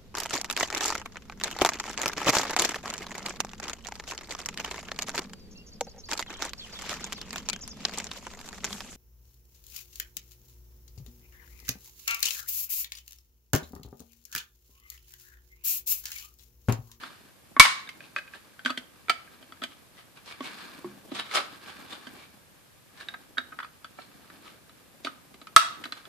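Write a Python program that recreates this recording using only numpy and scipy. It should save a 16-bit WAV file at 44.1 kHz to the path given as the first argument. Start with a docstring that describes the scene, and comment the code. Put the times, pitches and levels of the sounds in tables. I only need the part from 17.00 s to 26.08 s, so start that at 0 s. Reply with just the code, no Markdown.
"""Doors tick and knock on a small hollow plastic toy wardrobe, close to a stereo microphone in a small room.
Each contact rings decaying tones; twice a hinge pin snaps home with a crack, a ring and a brief low thump,
overloading the input. A door scrapes along the case in swelling strokes of rough, filtered noise.
Between these, hands bump the case, palms rub it dully and fingertips rustle, all as shaped noise and low tones.
A small room answers the contacts, scrapes and snaps, over a quiet background noise."""
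import sys
import numpy as np
from scipy import signal
from scipy.fft import rfft, irfft, next_fast_len
from scipy.io import wavfile
from scipy.ndimage import map_coordinates

SR = 44100
rng = np.random.default_rng(int(sys.argv[2]) if len(sys.argv) > 2 else 0)


def dump(signal):
    """Clip the signal to [-1, 1] and save it as 16-bit WAV at the path in sys.argv[1]."""
    limited = np.clip(np.atleast_2d(signal).T, -1, 1)
    pcm = np.round(limited * 32767).astype(np.int16)
    wavfile.write(sys.argv[1], SR, pcm)


N = 400428
TIME = np.arange(N) / SR  # s, through the whole scene
AGE = np.arange(SR // 2) / SR  # s, since one blow

# door and case contacts: start_s, middle_db, knock_db and edge_db (both relative to middle_db), slip_ms, spot (name)
CONTACTS = [(0.032, -38, -14, -8.5, 3.5, "side"), (0.565, -26, -11, -23.5, 0.542, "back"),
            (0.648, -21, -30.5, -1, 6, "back"), (0.874, -47.5, -15.5, -2, 0.275, "hinge"),
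            (0.89, -44.5, -15.5, 4.5, 0.294, "rim"), (1.005, -47, -11, -3.5, 0.265, "door face"),
            (1.1624, -28.5, -20.5, -5.5, 0.26, "door face"), (1.183, -35, -21.5, -3.5, 2.76, "door face"),
            (1.277, -52.5, -15.5, -3, .3, "door face"), (1.336, -44, -32.5, -14.5, 0.34, "door face"),
            (1.5924, -44.5, -19.5, -9, 0.373, "door edge"), (1.647, -40, -1.5, 5, 4.28, "door edge"),
            (1.6592, -22.5, -14, -8, 0.292, "door edge"), (1.695, -32.5, -13, -7, 5, "side"),
            (1.703, -29, -9, -6.5, .3, "shelf"), (1.774, -37, -5, 5, 1.535, "door edge"),
            (2.083, -36, -8.5, -10, 0.252, "door stop"), (2.095, -17, -13.5, -3.5, 3.84, "door stop"),
            (2.275, -53, -17.5, -18.5, 0.32, "door face"), (2.4258, -54, -1, -1, 0.27, "door edge"),
            (2.522, -44.5, -11.5, -7.5, 0.308, "side"), (2.616, -36.5, -6.5, -8, 3.4, "side"),
            (2.627, -41, -22, -3.5, 3.044, "side"), (2.6367, -35.5, -6, 2.5, 0.319, "door edge"),
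            (3.4057, -37.5, 4.5, -8, 0.986, "back"), (3.844, -43.5, 3.5, -18, .3, "back"),
            (4.114, -41.5, 6.5, -9, 5, "corner"), (4.3118, -42, -11, 0.5, 0.33, "rim"),
            (4.368, -28, -16, -4, 3, "rim"), (5.069, -44, -1.5, -3, 0.303, "door edge"),
            (6.0853, -38.5, -28, 1.5, 0.33, "hinge"), (6.138, -37.5, -16.5, -13, 4.59, "hinge"),
            (6.37, -33.5, -16.5, -16.5, 8.4, "door edge"), (6.38, -25.5, -20, -5.5, 1.894, "hinge"),
            (6.5196, -41.5, -14.5, -23, 7.2, "shelf"), (6.586, -34, -17.5, -15.5, 2.51, "side"),
            (6.597, -37.5, -29, -12.5, 7.3, "shelf"), (6.6249, -40, -22.5, -10, 6.65, "side"),
            (6.642, -41, -21.5, -11.5, 5.86, "shelf"), (6.8445, -40.5, -16, -6.5, 0.307, "side"),
            (6.984, -42.5, -2, -19.5, 3.7, "door stop"), (7.3, -48.5, -11, -10.5, 0.267, "corner"),
            (7.694, -54, -5.5, -4.5, 0.284, "corner"), (8.047, -40, 1.5, 5.5, 1.4, "corner"),
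            (8.0698, -28.5, -11, -12.5, 0.347, "shelf"), (8.342, -54.5, 2.5, 0.5, 0.264, "corner"),
            (8.415, -48.5, -6, -2.5, 0.22, "corner"), (8.47, -42.5, -28, -6, 0.195, "shelf"),
            (8.837, -39, -18, 0, 3.5, "shelf"), (8.854, -39, -7, -3.5, 3.23, "corner"),
            (8.9221, -36.5, -14, 1, 0.31, "corner"), (9.053, -50, -15.5, -.5, 0.31, "side")]
# where door and case meet, with the leading tones there: knock_hz, wall_hz, wall_db, door_hz, door_db
CONTACT_SPOTS = {"back": (260, 1100, 16, 2200, 3), "door face": (575, 1592, 13.4, 2510, 13.1),
                 "door edge": (250, 1550, 11.04, 3204, 5.17), "door stop": (714, 1328, 8.2, 2362, 4.5),
                 "shelf": (275, 1259, 13.27, 2508, 2), "side": (260, 1294, 8.86, 3400, 6.9),
                 "rim": (423.5, 1930, 0.5, 2142.5, 3), "hinge": (702.5, 1607, 10.44, 3760, 16.47),
                 "corner": (274.5, 1231, 7.04, 3937, 10.2)}
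# tones of the hollow case: pitch_hz, level_db, fade_s (time to fall 60 dB)
CASE_TONES = [(253.68, -15.5, 0.24), (389.5, -8, 0.025), (574, -12, .03), (664, -5, 0.05),
              (1190, -5, 0.016), (1261, -0.5, 0.034), (1551, 1.5, .03), (1647, -9.5, 0.035),
              (2130, -7, 0.0084), (2580, -7.5, 0.0067), (2963, -6.5, 0.054), (3036, -0.5, .018),
              (3470, -2, 0.043), (3967, 0, 0.012), (4548, -4.5, 0.04), (4850, -5.5, .014),
              (7810, -13.5, 0.013)]
# colour of the rattle in each contact: pitch_hz, level_db (relative)
RATTLE_COLOUR = [(120, -22.5), (250, -1.5), (800, -6.5), (1400, 8.5), (4200, -1), (6000, -9.5), (9000, -13),
                 (15000, -23.5)]
# hinge pins snapping home: start_s, ring_db, crack_db, thump_db
PIN_SNAPS = [(0.5971, 7, 3, -13), (8.563, 2.5, -6.5, -55)]
# tones of the first and the second door: pitch_hz, level_db, fade_s (time to fall 60 dB)
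DOOR_TONES = [
    [(1003.5, -9.5, 0.029), (1062.3, -2.5, 0.037), (1154.9, -8.5, 0.037), (1296, -11.5, 0.039),
     (1623, -15, .03), (2198.8, -9, 0.053), (2267.4, -5.5, 0.082), (2816, -12.5, 0.024),
     (3512.3, -15.5, 0.041), (3980, -12.5, .022), (4648, -17, 0.015)],
    [(663, -27, 0.0956), (1155.3, -5.5, 0.03), (1292.7, 0, 0.048), (1375.8, -6, 0.0367),
     (1723, -5.5, 0.0165), (2065.3, -9, 0.033), (3350, -10.5, 0.0274), (3727.5, -12, 0.0278),
     (4368, -13.5, 0.0216), (8033, -8.5, 0.0133)],
]
# colour of the snap's crack: pitch_hz, level_db (relative)
CRACK_COLOUR = [(90, -56), (260, -23), (450, -24.5), (800, -10.5), (1200, -0.5), (2500, -1.5), (4200, -1.5),
                (6000, -10.5), (9500, -11), (15000, -24)]
# sliding strokes: peak_s, level_db (before the scrape gain), rise_s (time to rise 20 dB), panel_hz
STROKES = [(0.06, -53, 0.07, 3650), (1.04, -54.5, 0.053, 2510), (1.179, -43, 0.0122, 1600),
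           (1.35, -50, 0.0406, 1734), (1.681, -38, 0.019, 1463), (2.72, -52.5, 0.0243, 3350),
           (2.992, -53, 0.047, 2016), (3.176, -52.5, 0.027, 2390), (3.281, -43.5, 0.0257, 4320),
           (3.314, -43.5, 0.0227, 2353), (3.456, -40.5, 0.057, 2220), (3.62, -53, 0.12, 4430),
           (4.166, -39.5, 0.0586, 3370), (4.196, -35.5, 0.0224, 3840), (4.26, -49.5, 0.017, 2155),
           (4.367, -26, 0.0489, 1280), (4.69, -47, 0.065, 1590), (4.929, -44, 0.0626, 3570),
           (5.2, -52, 0.092, 2304), (6.008, -47.5, 0.0573, 1685), (7.02, -55, 0.072, 4250),
           (7.472, -51.5, 0.079, 1250), (8.061, -40, 0.0198, 3686), (8.975, -48, 0.025, 1574)]
# colour of the sliding noise: pitch_hz, level_db (relative)
SCRAPE_COLOUR = [(120, -50), (300, -4), (900, 0.5), (1400, 1), (2000, -0.5), (4000, 0), (6000, -14),
                 (10000, -15.5), (15000, -37.5)]
# colour of the biting edge: pitch_hz, level_db (relative)
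BITE_COLOUR = [(2500, -21.5), (5000, -2), (6000, -5), (9000, -12), (14500, -24.5)]
# case resonances that rubbing excites: pitch_hz, width_hz, level_db
RUBBED_TONES = [(1204, 200, 0), (1600, 160, -5.5), (2290, 80, -3), (3547, 95, -5), (4080, 46, -8),
                (4305, 93, -4), (4819, 120, -3.5)]
# soft bumps of the hand on the case: start_s, level_db
HAND_BUMPS = [(3.845, -36), (4.118, -44.5)]
# hollow after-ring of the bumps: pitch_hz, level_db, fade_s (time to fall 60 dB)
HOLLOW_TONES = [(129.3, -12.5, 0.774), (161.52, -13.5, 0.304), (202.9, -4.5, 0.515), (283.8, -15.5, 0.45),
                (356.7, 4, 0.137)]
# rubbing while the hands settle, before the layer gains: start_s, palm_db, fingertip_db
HANDS_SETTLING = [(0.0, -59.5, -49.5), (0.332, -67.5, -66), (0.54, -66.5, -66.5)]
# rubbing while they turn the case and fit the door: start_s, palm_db, fingertip_db
HANDS_TURNING = [(0.95, -60.5, -60.5), (1.48, -66.5, -63), (2.38, -62.5, -61), (3.14, -66.5, -65.5),
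                 (3.56, -54.5, -47.5), (3.87, -56.5, -57), (4.17, -59.5, -67), (4.27, -58, -54),
                 (5.11, -56.5, -55.5), (5.28, -63, -62), (5.79, -70.5, -68), (6.1, -61, -59),
                 (6.4, -63.5, -67.5), (6.54, -60.5, -60), (6.79, -66, -66), (7.32, -59.5, -59.5),
                 (7.68, -65, -63.5), (8.5, -63, -64.5)]
# rubbing while they let go: start_s, palm_db, fingertip_db
HANDS_LETTING_GO = [(8.88, -55.5, -58.5), (8.96, -61, -56.5), (9.08, -61.5, -57.5)]
# colour of the palms: pitch_hz, level_db (relative)
PALM_COLOUR = [(50, -22), (110, -14), (200, 0.5), (300, 0), (450, -7), (800, -8.5), (1400, -25.5)]
# colour of the fingertips: pitch_hz, level_db (relative)
FINGER_COLOUR = [(400, -22.5), (900, -3.5), (1280, -3.5), (1600, 0.5), (2000, -4.5), (2500, -3.5),
                 (4400, -7), (6000, -16.5), (10000, -19), (15000, -27)]
# how long the room rings: pitch_hz, fade_s (time to fall 60 dB)
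ROOM_FADE = [(150, 0.47), (600, 0.48), (1200, .45), (4000, .42), (7000, .36), (14000, 0.22)]
# colour of the background noise: pitch_hz, level_db (relative)
QUIET_COLOUR = [(15, -47.5), (25, -24.5), (87, -8), (179, -10), (240, -19.5), (368, -18), (443, -22.5),
                (480, -14), (716, -21), (910, -20.5), (1010, -20.5), (2780, -23), (6350, -27.5),
                (12400, -25.5), (14500, -30.5)]

KNOCK_CYCLES, WALL_CYCLES, DOOR_CYCLES = 28, 51, 100  # cycles in which a leading tone falls 60 dB
DETUNE = 0.012  # typical random shift of a leading tone from blow to blow (share of its pitch)
CLICK_PAN_DB = -1.5  # left minus right
RELEASE_OVER_RISE = 1.05  # a stroke dies about as fast as it swells
SCRAPE_GAIN_DB, PANEL_DB = 2.0, -8  # gain of all strokes; singing panel relative to the sliding noise
BITE_LEAD_S, BITE_DB = 0.0164, -11  # the edge bites before the stroke peaks; level relative to the slide
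HARD_STROKE_DB, BITE_GROWS = -43, 0.57  # softer strokes bite less: dB of bite per dB below a hard stroke
PALM_GAIN_DB, FINGER_GAIN_DB = 3, 4
FAINT_DB = -66.5  # fingertip rubbing near or below this level is turned down further
QUIET_DB = -58
TOP_HZ = 14800  # upper band limit


def clicks():
    """Each contact rings the case; the spot where it lands decides which knock, wall and door tones lead."""
    out = np.zeros((2, N))
    size = SR // 8
    # knock, middle and edge bands, in Hz
    edges_hz = ((150, 850), (850, 2000), (2000, 15000))
    bands = [signal.butter(3, edges, "band", fs=SR, output="sos") for edges in edges_hz]
    pan = amp([[CLICK_PAN_DB / 2], [-CLICK_PAN_DB / 2]])
    for start, middle_db, knock_db, edge_db, slip_ms, spot in CONTACTS:
        knock_hz, wall_hz, wall_db, door_hz, door_db = CONTACT_SPOTS[spot]
        tones = [(knock_hz, -3, KNOCK_CYCLES), (wall_hz, wall_db, WALL_CYCLES), (door_hz, door_db, DOOR_CYCLES)]
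        leading = [(hz * (1 + DETUNE * rng.standard_normal()), db, cycles / hz) for hz, db, cycles in tones]
        jolts = slips(slip_ms, growth_db=7.5)
        tap = ring(CASE_TONES, side=1.0, scatter_db=5.5, size=size)
        tap = tap + ring(leading, side=0.41, scatter_db=1, size=size)
        ringing = signal.fftconvolve(tap, jolts[None], axes=1)
        # every jolt also rattles the loose parts anew, so the rattles add in power
        one_rattle = amp(3 - 60 * AGE[:size] / 0.05)
        shaking = np.sqrt(np.convolve(jolts ** 2, one_rattle ** 2))
        hit = ringing + shaking * noise(RATTLE_COLOUR, side=0.86, size=len(shaking))
        # the hardness of the contact shares the blow between knock, middle and edge
        for band, relative_db in zip(bands, (knock_db, 0, edge_db)):
            part = signal.sosfilt(band, hit)
            strength = np.sqrt(np.mean(part[:, :round(0.015 * SR)] ** 2))  # over the first 15 ms
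            add(out, start, pan * amp(middle_db + relative_db) * part / strength)
    return out


def slips(slip_ms, growth_db):
    """Stick-slip: sliding gives sparse, uneven, growing jolts up to a last firm one; a short tap may have only that."""
    length = round(abs(slip_ms) * SR / 1000) + 1
    uneven = rng.standard_normal(length)
    chosen = rng.random(length) < 0.04
    force = uneven * chosen * amp(np.linspace(-growth_db, 0, length))
    force[-1] = 1
    return force


def snaps():
    """A bent door lets go as its pin finds the hole: a crack, a hard ring and one brief low thump."""
    rings, cracks, thumps = np.zeros((3, 2, N))
    thump_age = AGE / 0.006  # in steps of 6 ms
    thump = ((1 - thump_age) * np.exp(-thump_age))[None]
    for (start, ring_db, crack_db, thump_db), tones in zip(PIN_SNAPS, DOOR_TONES):
        crack = noise(CRACK_COLOUR, side=0.66, size=len(AGE)) * amp(crack_db - 60 * AGE / 0.04)
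        add(cracks, start, crack)
        add(rings, start, amp(ring_db) * ring(tones, side=0.6, scatter_db=0.5))
        add(thumps, start, amp(thump_db) * thump)
    # the flat door beams its ring at the microphone, while the crack spreads all round the room
    scattered = cracks + amp(-5) * rings
    return rings + cracks + thumps + room(scattered, wet_db=-7, near_db=-6)


def scrapes():
    """Plastic slides in clumps of tiny slips that swell and die with each stroke and set one panel singing."""
    out = np.zeros((2, N))
    grip = amp(2.03 * wobble(98) + 2.88 * wobble(900))
    friction = rubbed(noise(SCRAPE_COLOUR, side=0.733, grip=grip), plain=2.51)
    bite = amp(BITE_DB) * noise(BITE_COLOUR, side=1.0, grip=grip)
    for peak, level_db, rise, panel_hz in STROKES:
        span = slice(max(round((peak - 0.3) * SR), 0), round((peak + 0.4) * SR))
        rubbing = friction[:, span]
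        panel_filter = signal.iirpeak(panel_hz, 20, SR)
        panel = amp(PANEL_DB) * unit(signal.lfilter(*panel_filter, rubbing))
        slide = stroke(peak, rise)[span] * (rubbing + panel)
        bite_strength = amp(BITE_GROWS * min(level_db - HARD_STROKE_DB, 0))
        edge = bite_strength * stroke(peak - BITE_LEAD_S, 0.568 * rise)[span] * bite[:, span]
        out[:, span] += amp(level_db + SCRAPE_GAIN_DB) * (slide + edge)
    return out


def stroke(peak, rise):
    """Pressure of one slide: it swells to its peak and dies away, 20 dB per rise or release time."""
    before = (peak - TIME) / rise
    after = (TIME - peak) / (rise * RELEASE_OVER_RISE)
    return amp(-20 * np.maximum(before, after))


def rubbed(x, plain):
    """Friction noise, partly heard directly and partly through the resonances of the case."""
    def body(f):
        return sum(amp(db) * 1j * f * width / (hz * hz - f * f + 1j * f * width)
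                   for hz, width, db in RUBBED_TONES)

    # the noise is played backwards here, so that it does not line up with the direct part
    resonant = unit(filtered(x[:, ::-1], body))
    return unit(plain * x + resonant)


def bumps():
    """Soft flesh starts gently and wakes only the lowest resonances, which hum on."""
    out = np.zeros((2, N))
    soft_start = 1 - np.exp(-AGE / 0.00273)
    for start, level_db in HAND_BUMPS:
        add(out, start, amp(level_db) * ring(HOLLOW_TONES, side=0.25, scatter_db=4.5) * soft_start)
    return out


def hands():
    """Palms rub the case dully while fingertips rustle over its ribs, both as unsteady coloured noise."""
    start, palm_db, finger_db = np.vstack([HANDS_SETTLING, HANDS_TURNING, HANDS_LETTING_GO]).T
    palm_level = amp(np.interp(TIME, start, palm_db) + PALM_GAIN_DB + 1.5 * wobble(25))
    palm = palm_level * noise(PALM_COLOUR, side=0.71, grip=amp(3.2 * wobble(120)))
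    # faint fingertip rubbing is turned down further, so the background noise covers it
    slide = amp(np.interp(TIME, start, finger_db))
    slide = slide * slide / (slide + amp(FAINT_DB))
    finger_level = amp(FINGER_GAIN_DB + 1.6 * wobble(30)) * slide
    rustle = noise(FINGER_COLOUR, side=0.68, grip=amp(2.8 * wobble(400)))
    return palm + finger_level * rubbed(rustle, plain=1.1)


def room(x, wet_db, near_db):
    """Table and toys nearby add a short echo to the longer one of the walls; noise differs in each channel."""
    hz, t, pieces = signal.stft(rng.standard_normal((2, SR // 2)), SR, nperseg=256)
    fading = pieces * amp(-60 * t / along(ROOM_FADE, hz)[:, None])
    tail = signal.istft(fading, SR, nperseg=256)[1]
    age = np.arange(tail.shape[1]) / SR
    onset = np.clip(age / 0.003 - 1, 0, 1)  # silent for 3 ms, full at 6 ms
    near = amp(near_db - 60 * age / 0.1)
    answer = tail / np.linalg.norm(tail[0]) * onset * (1 + near)
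    return amp(wet_db) * signal.fftconvolve(x, answer, axes=1)[:, :N]


def background():
    """Steady coloured noise, strongest in the bass, with a faint hiss on top."""
    return amp(QUIET_DB) * noise(QUIET_COLOUR, side=1.0)


def ring(tones, side, scatter_db, size=len(AGE)):
    """Struck tones start together, in alternating directions, shifted oppositely in left and right."""
    hz, db, fade = np.transpose(tones)[:, :, None]
    strength, skew = rng.uniform(-1.0, 1, (2, len(hz), 1))
    sign = (-1) ** np.arange(len(hz))[:, None]
    t = AGE[:size]
    envelope = sign * amp(db + abs(scatter_db) * strength - 60 * t / fade)
    channels = [envelope * np.sin(2 * np.pi * hz * t + way * side * skew) for way in (1, -1)]
    return np.array([channel.sum(0) for channel in channels])


def noise(colour, side, size=N, grip=1):
    """Coloured stereo noise of rms 1; grip makes it stronger and weaker before colouring."""
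    white = grip * spread(rng.standard_normal((2, size)), side)
    return unit(filtered(white, lambda hz: amp(along(colour, hz))))


def wobble(rate):
    """A smooth random curve through a given rate of random points a second."""
    points = rng.standard_normal(int(N * rate / SR) + 4)
    return map_coordinates(points, [TIME * rate])


def spread(pair, side):
    """Left and right from a common part and a share of a differing part."""
    return np.array([pair[0] + side * pair[1], pair[0] - side * pair[1]])


def filtered(x, response):
    """Reshape the spectrum of x by a gain for each frequency."""
    n = x.shape[-1]
    padded = next_fast_len(n + 8192)
    spectrum = rfft(x, padded) * response(np.fft.rfftfreq(padded, 1 / SR))
    return irfft(spectrum, padded)[..., :n]


def along(points, hz):
    """Read a table of pitch and value at any pitch, on a log axis."""
    f, value = np.transpose(points)
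    return np.interp(np.log(hz + 1), np.log(f + 1), value)


def add(track, start, sound):
    """Mix a sound in at a time, cutting it at the end of the track."""
    part = track[:, round(start * SR):][:, :sound.shape[1]]
    part += sound[:, :part.shape[1]]


def unit(x):
    """Scale to rms 1."""
    return x / np.sqrt(np.mean(x ** 2) + 1e-20)


def amp(db):
    """Decibels to gain."""
    return 10 ** (np.asarray(db) / 20)


def scene():
    """The toy, the hands and the room over a quiet background."""
    taps, strokes = clicks(), scrapes()
    quiet = background()
    echo = room(taps + amp(6) * strokes, wet_db=-15.5, near_db=8.5)
    toy = taps + strokes + echo
    return toy + snaps() + bumps() + hands() + quiet


def record(dry):
    """The input clips at full scale, then a steep filter removes what lies above the band limit."""
    clipped = np.clip(dry, -1, 1)
    return filtered(clipped, lambda hz: 1 / (1 + (hz / TOP_HZ) ** 80))


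dry = scene()
out = record(dry)
dump(out)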